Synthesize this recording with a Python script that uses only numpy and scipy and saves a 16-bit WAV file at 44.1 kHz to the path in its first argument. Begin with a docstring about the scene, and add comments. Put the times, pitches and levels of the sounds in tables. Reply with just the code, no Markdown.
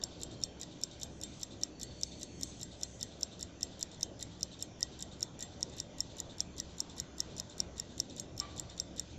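"""From the start a wristwatch on a foam pad, right under the microphone, beats five times a second over
room hum and hiss. In each beat the lever unlocks, pushes the balance and locks again; case, dial and a
few high tones ring briefly, tick and tock in different colours. Between beats the balance swishes and
the wheels rattle. In the first three seconds faint high tones swell and fade and a soft rustle passes.
At 8.4 s something is knocked once far off."""
import sys
import numpy as np
from scipy import signal
from scipy.fft import rfft, irfft, next_fast_len
from scipy.io import wavfile
from scipy.ndimage import uniform_filter1d, map_coordinates

SR = 44100
rng = np.random.default_rng(int(sys.argv[2]) if len(sys.argv) > 2 else 0)


def dump_mix(stems):
    """Bounce the given channels to the path in sys.argv[1] as a 16-bit WAV at rate SR."""
    frames = np.atleast_2d(stems).T  # one column per channel
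    limited = np.clip(frames, -1, 1)  # hard clip at full scale
    pcm = np.round(limited * 32767).astype(np.int16)
    wavfile.write(sys.argv[1], SR, pcm)


N = 404838

# beats, tick and tock in turn: lock t/s, then level/dB of body, treble, push, ring, dial
BEATS = [(0.0375, -33.5, -39.5, -55, -56, -61), (0.2335, -45.5, -41, -53, -60, -68),
         (0.4369, -30.5, -43, -49, -48, -69), (0.632, -46.0, -52, -49.5, -62, -57),
         (0.836, -33, -37, -53, -55, -81), (1.0322, -40, -43.5, -53.5, -51, -71),
         (1.2356, -43, -42, -48, -50, -62), (1.4317, -38.5, -42.5, -52, -55, -64),
         (1.6347, -30, -40.5, -52, -64, -58), (1.832, -46.5, -41.5, -49.5, -49, -58),
         (2.0337, -31.0, -41, -48, -56, -75), (2.231, -44.5, -44.5, -53, -54.0, -61),
         (2.4327, -35.5, -40.5, -44, -47, -58), (2.631, -45, -44.5, -52, -54, -59),
         (2.8332, -35, -39, -49, -50, -58), (3.029, -37.5, -41, -52.5, -51.5, -54),
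         (3.2314, -30.5, -40.5, -48.5, -56.0, -76), (3.428, -42, -41.5, -51, -58, -60),
         (3.6303, -31.5, -38.5, -50, -48.5, -55), (3.828, -35.5, -36.5, -50.5, -58, -57),
         (4.0307, -30, -40, -48, -51, -77), (4.227, -45, -42, -51.5, -54, -54),
         (4.4305, -31.5, -41, -51, -52.0, -76), (4.6252, -40.5, -38.5, -53.5, -49, -58),
         (4.8291, -28.5, -40.0, -48.5, -47, -48.5), (5.025, -44, -42, -51, -53, -57),
         (5.2287, -31, -39.0, -46, -51, -62), (5.4255, -44, -42, -51.5, -48, -49.5),
         (5.6289, -31.5, -39, -55, -67, -57), (5.801, -36.5, -42, -54, -60, -59),
         (6.0052, -31, -37, -51, -55, -53), (6.2018, -42, -39, -51.5, -68, -57),
         (6.4047, -30, -40, -50, -50, -61), (6.6, -36.5, -42.5, -53, -60, -55),
         (6.804, -32.5, -38.5, -49.5, -56, -77), (7, -36.5, -40, -52, -51, -56),
         (7.2038, -31, -39, -50, -57, -55), (7.3994, -38, -42.5, -48.5, -67, -58),
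         (7.6025, -29.5, -38.5, -50, -61, -66), (7.7986, -37.5, -38.5, -53.5, -65, -51),
         (8.001, -29.5, -38.5, -49, -57, -63), (8.198, -43, -40.5, -52, -49, -58),
         (8.4, -32, -42, -46, -54, -68), (8.5973, -44, -38.5, -52.5, -62, -58),
         (8.7996, -32.5, -44.5, -50, -56, -60), (8.9963, -36, -38, -53.5, -55, -53)]
# unlock, push, drop: tick lead/s, level/dB re push, tock lead/s, level/dB re push
LIGHT_CONTACTS = [(.0343, -17.5, .0343, -3.5), (0.022, -1, .0188, 3), (.0088, -9, 0.015, -10)]
# treble lift of the light contacts: tick/dB, tock/dB
LIGHT_BRIGHT_DB = [9.5, 1]
# lock rebound re first blow: tick ratio, tock ratio
LOCK_CHATTER = [.45, .8]
# brief ringing tones after each lock, including a faint high ping near 11.6 kHz:
# f/Hz, spread/Hz, level/dB re the beat's ring level, t60/s
RING_TONES = [(3140, 25, -11.5, .13), (3530, 50, -9.5, .12), (4220, 60, -9.5, .12), (6480, 70, -5.5, .085),
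              (7435, 9, 3, .11), (8170, 50, -7.5, .062), (11600, 500, -17.5, .055)]

def escapement():
    """Three light contacts, then the loud lock, followed by brief ringing tones."""
    out = np.zeros(N)
    highpass = lambda hz: np.clip((hz - 6100) / 600, 0, 1)
    for k, (lock_s, body_db, treble_db, push_db, ring_db, _) in enumerate(BEATS):
        side = k % 2
        for row in LIGHT_CONTACTS:
            lead_s, db = np.reshape(row, (2, 2))[side]
            light = case_response(side, LIGHT_BRIGHT_DB[side], scatter_db=2)
            touch = contact(light, chatter=3, t60_s=.007, rise_s=.0012)
            touch_s = lock_s - lead_s + rng.normal(0, .0002)
            add(out, touch_s, amp(push_db + db + rng.normal(0, 2.4)) * touch)
        hard = case_response(side, bright_db=0, scatter_db=.6)
        lock = contact(hard, chatter=LOCK_CHATTER[side], t60_s=.0055, rise_s=.0006)
        snap = contact(hard, chatter=1, t60_s=.006, rise_s=.0006)  # small rebounds are bright
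        body = unit_click(lock - filtered(lock, highpass))
        treble = unit_click(filtered(snap, highpass))
        add(out, lock_s, amp(body_db) * body + amp(treble_db) * treble)
        for hz, spread_hz, db, t60_s in RING_TONES:
            gain = amp(ring_db + db + rng.normal(0, 4))
            add(out, lock_s, gain * ring(rng.normal(hz, spread_hz), t60_s, rise_s=.00057))
    return out


def contact(response, chatter, t60_s, rise_s):
    """A jewel hits steel and chatters for a moment."""
    force = noise_burst(SR // 100, t60_s, rise_s)
    force *= chatter / np.linalg.norm(force)
    force[0] += 1  # first blow
    return unit_click(signal.fftconvolve(force, response))


# case and plate resonances: f/Hz, width/Hz, relative tick level/dB, relative tock level/dB
CASE_MODES = [(3683, 130, -17.5, -14), (4170, 370, -22.5, -20), (5010, 380, -10, -14),
              (5510, 540, 0.5, -5.5), (5900, 500, -5, -8), (6720, 440, -14, -17), (7060, 440, -6.5, -6),
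              (7390, 660, -13.5, -9), (8134, 260, -19.5, -21.5), (9670, 2200, -42, -34),
              (11110, 900, -32.5, -26), (11800, 900, -28.5, -26.5), (15080, 260, -37, -37)]

def case_response(side, bright_db, scatter_db, size=2048):
    """Impulse response of the case through one pallet (0 tick, 1 tock); each blow reweights the modes."""
    hz = np.fft.rfftfreq(size, 1 / SR)
    power = 0
    for centre_hz, width_hz, *levels_db in CASE_MODES:
        peak = amp(levels_db[side] + rng.normal(0, scatter_db))
        power += (peak / (1 + np.abs(2 * (hz - centre_hz) / width_hz) ** 3)) ** 2
    floor = amp(-41.5) / (1 + (hz / 11000) ** 8)
    gain = np.sqrt(power + floor ** 2) * amp(bright_db * np.clip((hz - 6000) / 900, 0, 1))
    cepstrum = irfft(np.log(gain))
    cepstrum[1:size // 2] *= 2  # fold to minimum phase
    cepstrum[size // 2 + 1:] = 0
    return irfft(np.exp(rfft(cepstrum)))


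def dial(build_s=.018, t60_s=.16):
    """The dial's diffuse ring builds through the light contacts and dies after the lock."""
    t = np.arange(-SR // 10, SR // 5) / SR
    shape = np.exp(np.minimum(t, 0) / build_s) * amp(-60 * np.maximum(t, 0) / t60_s)
    envelope = np.zeros(N)
    for lock_s, *_, dial_db in BEATS:
        add(envelope, lock_s + t[0], amp(dial_db - 7) * shape)
    return envelope * narrow_noise(hz=1925, width_hz=110, size=N)


# teeth on the pallets: tick lead/s, relative level/dB, tock lead/s, relative level/dB, rise/s
PALLET_SLIPS = [(0.022, -54.5, 0.0296, -54.5, 0.0026), (0.012, -56, 0.016, -50, 0.004),
                (0.0029, -53.5, 0.0026, -55, 0.0031)]
# three-beat mesh cycle of the wheels: relative swish level/dB, relative rattle level/dB
MESH_CYCLE = [(-65, -54), (-67, -48.5), (-79, -87)]
# friction spectrum: f/Hz, relative density/dB
SLIDE_SPECTRUM = [(1500, -43), (3100, -11), (3420, -10), (3600, 1.5), (3950, -4), (4250, -6.5), (4600, -12),
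                  (6600, -13.5), (7500, -9), (8300, -28), (12000, -75)]

def slide_and_rattle(locks_s):
    """Teeth slide over the pallets before each lock; after it the wheels rattle in their play."""
    t = np.arange(SR // 5) / SR
    pressure, taps = np.zeros(N), np.zeros(N)
    for k, lock_s in enumerate(locks_s):
        for *row, rise_s in PALLET_SLIPS:
            lead_s, db = np.reshape(row, (2, 2))[k % 2]
            add(pressure, lock_s - lead_s, amp(db + 2 + rng.normal()) * swell(t, rise_s))
        add(pressure, lock_s, amp(-64) * swell(t, rise_s=.022))  # the wheel train settles
        _, rattle_db = MESH_CYCLE[k % len(MESH_CYCLE)]
        lag_s = .073 + .0027 * lock_s  # grows as the wheels turn
        rattle_s = lock_s + lag_s + rng.normal(0, .0013)
        add(pressure, rattle_s, amp(rattle_db - 9) * swell(t, rise_s=.015))
        tap_gain = amp(rattle_db - 4)
        add(taps, rattle_s, tap_gain * ring(rng.normal(3620, 110), t60_s=.066, rise_s=.003))
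        second_tap_s = rattle_s + rng.uniform(0, .043)
        add(taps, second_tap_s, tap_gain * ring(rng.normal(4150, 134), t60_s=.035, rise_s=.001))
    grain = unit(amp(1.6 * wobble(350)))  # surfaces catch and slip
    return taps + pressure * grain * noise(SLIDE_SPECTRUM)


# clicks between beats: t/s, level/dB
WHEEL_CLICKS = [(.3135, -60), (0.913, -57), (2.4725, -62), (3.915, -56), (3.944, -56), (5.6965, -56),
                (6.897, -55), (7.497, -54), (8.0975, -56), (8.6985, -54)]

def wheel_clicks():
    """A tooth drops through its play against its neighbour: a tiny, dull click."""
    out = np.zeros(N)
    for start_s, db in WHEEL_CLICKS:
        light = case_response(side=1, bright_db=3, scatter_db=3)
        add(out, start_s, amp(db) * contact(light, chatter=4, t60_s=.011, rise_s=.001))
    return filtered(out, lambda hz: 1 / (1 + (hz / 8000) ** 16))


# swinging balance: f/Hz, relative density/dB
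SWISH_SPECTRUM = [(2000, -2), (3300, 10), (4400, 10), (5400, 3.5), (6150, 6.5), (6950, -6), (7480, 6.5),
                  (7950, -15), (8500, -45), (12000, -57)]

def balance_swish(locks_s):
    """The balance and its spring brush softly through each swing."""
    swing = signal.windows.tukey(SR // 5, .5)
    speed = np.zeros(N)
    for k, lock_s in enumerate(locks_s):
        swish_db, _ = MESH_CYCLE[k % len(MESH_CYCLE)]
        tick_lift_db = [2.5, 0][k % 2]
        add(speed, lock_s - .003, amp(swish_db + tick_lift_db) * swing)
    return speed * patchy(noise(SWISH_SPECTRUM), depth_db=0)


def desk_reflection(watch):
    """The desk answers the watch with a short diffuse tail."""
    tail = noise_burst(SR // 2, t60_s=.091, rise_s=.00092)
    return signal.fftconvolve(watch, tail / np.linalg.norm(tail))[:N]


# modes of the knocked object: f/Hz, width/Hz, level/dB, t60/s
KNOCK_MODES = [(1162, 21, -46.5, .3), (1165, 45, -57.5, 1), (1950, 100, -64, 0.6), (2320, 240, -63, 0.91),
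               (2970, 120, -62, .5)]

def far_knock(start_s=8.402, rise_s=.0036, tail_t60_s=.55):
    """Something hard is knocked; the room smears its modes into narrow noise and adds a tail."""
    t = np.arange(SR) / SR
    modes = sum(amp(db - 60 * t / t60_s) * narrow_noise(hz, width_hz, len(t))
                for hz, width_hz, db, t60_s in KNOCK_MODES)
    tail_hz_db = [(300, -7), (750, 4), (1150, -1), (1700, 0), (2400, -13), (4000, 2),
                  (7000, -28), (9000, -70)]
    tail = noise(tail_hz_db)[:len(t)] * amp(-53 - 60 * t / tail_t60_s)
    out = np.zeros(N)
    add(out, start_s, (modes + tail) * (1 - np.exp(-t / rise_s)))
    return out


# rustle spectrum: f/Hz, relative density/dB
RUSTLE_SPECTRUM = [(2000, -22), (3300, -17), (4400, -12), (5400, -5), (6200, 14), (7400, 3), (8100, 4),
                   (8700, -28), (12000, -34)]
# rustle envelope: t/s, level/dB
RUSTLE_LEVEL = [(.5, -91), (.9, -78), (1.35, -62.5), (1.7, -92), (2.05, -60.5), (2.3, -68), (2.5, -56.5),
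                (2.7, -71), (2.95, -60.5), (3.4, -95)]

def rustle():
    """A soft rustle, like a hand shifting its grip, swells and fades."""
    brush = patchy(noise(RUSTLE_SPECTRUM), depth_db=2.2)
    return amp(level_db(RUSTLE_LEVEL) + 1.2 * wobble(24.6)) * brush


# faint high tones: t/s, rise/s, f/Hz, sag/(Hz/s), level/dB, flutter depth re steady tone
WHISTLES = [(-.08, .19, 4490, 70, -67, 1), (1.69, .25, 4462, 55, -62, .8), (.17, .13, 3165, 0, -66, 3)]

def whistles():
    """Thin, fluttering tones swell and fade; two sag in pitch."""
    out = np.zeros(N)
    t = np.arange(2 * SR) / SR
    for start_s, rise_s, hz, sag_hz_per_s, db, depth in WHISTLES:
        flutter = 1 + depth * (wobble(140, len(t)) + 1j * wobble(140, len(t)))
        tone = np.exp(2j * np.pi * (hz - sag_hz_per_s * t / 2) * t)
        add(out, start_s, amp(db) * unit(np.real(flutter * tone)) * swell(t, rise_s))
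    return out


# room noise spectra: f/Hz, relative density/dB
RUMBLE_SPECTRUM = [(20, -10.5), (31, -6), (41, -13.5), (52, -14.5), (66, 0.5), (95, -1.5), (150, -3),
                   (220, -3.5), (310, -4), (440, -9.5), (590, -9.5), (750, -14), (1000, -30), (1800, -88)]
MIDRANGE_SPECTRUM = [(600, -12.5), (900, 7), (1150, 2.5), (1350, 0), (1560, 0.5), (1800, -12.5),
                     (2400, -29), (4000, -41)]
# room noise envelopes: t/s, level/dB (midrange before its trim)
RUMBLE_LEVEL = [(0, -52), (1.1, -51.5), (2.2, -53.5), (4.6, -52.5), (5.8, -51), (6.8, -53.5), (8.45, -50.5),
                (9.18, -52.5)]
MIDRANGE_LEVEL = [(0.0, -67.5), (1.0, -70.5), (2.12, -73), (7.59, -65), (8.28, -72), (8.54, -66.5),
                  (9.18, -72.5)]

def room_noise(midrange_trim_db=.67):
    """The room's low rumble and fainter midrange drift in level."""
    rumble = patchy(noise(RUMBLE_SPECTRUM), depth_db=2)
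    midrange = amp(midrange_trim_db) * patchy(noise(MIDRANGE_SPECTRUM), depth_db=2)
    return amp(level_db(RUMBLE_LEVEL)) * rumble + amp(level_db(MIDRANGE_LEVEL)) * midrange


# hum tones: f/Hz, relative level/dB, phase wander/rad
HUM_TONES = [(65.6, -59, 0.67), (111, -65, 2), (130.5, -68, 1.04), (175.8, -62.5, 1.3), (311, -67, 1.7),
             (589.6, -70, 0.48)]

def room_hum():
    """Low tones waver in level and phase."""
    t = np.arange(N) / SR
    out = np.zeros(N)
    for hz, db, wander_rad in HUM_TONES:
        peak = np.sqrt(2) * amp(db - 2 + 2.4 * wobble(8))
        out += peak * np.sin(2 * np.pi * hz * t + wander_rad * wobble(9))
    return out


# hiss spectrum: f/Hz, relative density/dB
HISS_SPECTRUM = [(700, -7), (1500, 1.5), (2100, 2), (2800, 2), (3500, 5.5), (4200, -0.5), (4800, 0),
                 (6200, 5), (7450, -1.5), (7850, -22), (8300, -36), (15500, -47)]
# peaks in the hiss: f/Hz, width/Hz, lift/dB
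HISS_BANDS = [(1530, 110, 3), (1960, 110, 3), (2410, 120, 3.5), (3140, 100, 4), (3530, 90, 3.5),
              (4280, 260, 4)]

def microphone_hiss():
    """Broad hiss with a few narrow bands standing out."""
    bands = lambda f: amp(sum(db / (1 + (2 * (f - hz) / width_hz) ** 4)
                              for hz, width_hz, db in HISS_BANDS))
    return amp(-63.5) * patchy(filtered(noise(HISS_SPECTRUM), bands), depth_db=2.8)


def amp(db):
    """Decibels to gain."""
    return 10 ** (np.asarray(db) / 20)


def unit(x):
    """Scale to rms 1."""
    return x / np.sqrt(np.mean(x ** 2) + 1e-20)


def unit_click(click):
    """Scale to the energy of 10 ms at rms 1."""
    return click * np.sqrt(SR / 100) / np.linalg.norm(click)


def level_db(curve):
    """A (t/s, level/dB) curve at every sample."""
    return np.interp(np.arange(N) / SR, *np.transpose(curve))


def swell(t, rise_s):
    """Envelope that peaks at 1 after rise_s."""
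    return t / rise_s * np.exp(1 - t / rise_s)


def add(track, start_s, sound):
    """Mix a sound into the track."""
    i = round(start_s * SR)
    sound, i = sound[max(0, -i):], max(0, i)
    part = track[i:i + len(sound)]
    part += sound[:len(part)]


def filtered(x, response):
    """Apply a gain given as a function of f/Hz."""
    size = next_fast_len(x.shape[-1] + 8192)
    gain = response(np.fft.rfftfreq(size, 1 / SR))
    return irfft(rfft(x, size) * gain, size)[..., :x.shape[-1]]


def ring(hz, t60_s, rise_s):
    """One decaying tone."""
    t = np.arange(SR // 8) / SR
    return np.sqrt(2) * np.sin(2 * np.pi * hz * t) * amp(-60 * t / t60_s) * (1 - np.exp(-t / rise_s))


def noise(spectrum):
    """Noise of rms 1 coloured by (f/Hz, density/dB) points."""
    points_hz, db = np.transpose(spectrum)
    colour = lambda hz: amp(np.interp(np.log(hz + 1), np.log(points_hz), db))
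    return unit(filtered(rng.standard_normal(N), colour))


def noise_burst(size, t60_s, rise_s):
    """White noise that rises and decays."""
    t = np.arange(size) / SR
    return rng.standard_normal(size) * amp(-60 * t / t60_s) * (1 - np.exp(-t / rise_s))


def narrow_noise(hz, width_hz, size):
    """A smeared resonance of rms 1."""
    return unit(filtered(rng.standard_normal(size), lambda f: 1 / (1 + (2 * (f - hz) / width_hz) ** 2)))


def wobble(rate_hz, size=N):
    """A smooth curve through random knots."""
    knots = rng.standard_normal(int(size * rate_hz / SR) + 4)
    return map_coordinates(knots, [np.arange(size) * rate_hz / SR])


def patchy(x, depth_db):
    """Slow random gain patches in time and frequency; output rms 1."""
    spectra = signal.stft(x, nperseg=512)[2]
    field = uniform_filter1d(rng.standard_normal(spectra.shape), size=4, axis=0)
    field = uniform_filter1d(field, size=18, axis=1)
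    return unit(signal.istft(spectra * amp(depth_db * unit(field)), nperseg=512)[1][:N])


def scene():
    """The close watch in a quiet room; both channels alike."""
    locks_s = np.array(BEATS)[:, 0]
    watch = escapement() + dial() + slide_and_rattle(locks_s) + wheel_clicks()
    mono = watch + amp(-25) * desk_reflection(watch) + balance_swish(locks_s)
    mono += rustle() + whistles() + far_knock()
    mono += room_noise() + microphone_hiss() + room_hum()
    return np.array([mono, mono])


def record(dry):
    """Band limit at 16.1 kHz."""
    return filtered(dry, lambda hz: hz < 16100)


dry = scene()
out = record(dry)
dump_mix(out)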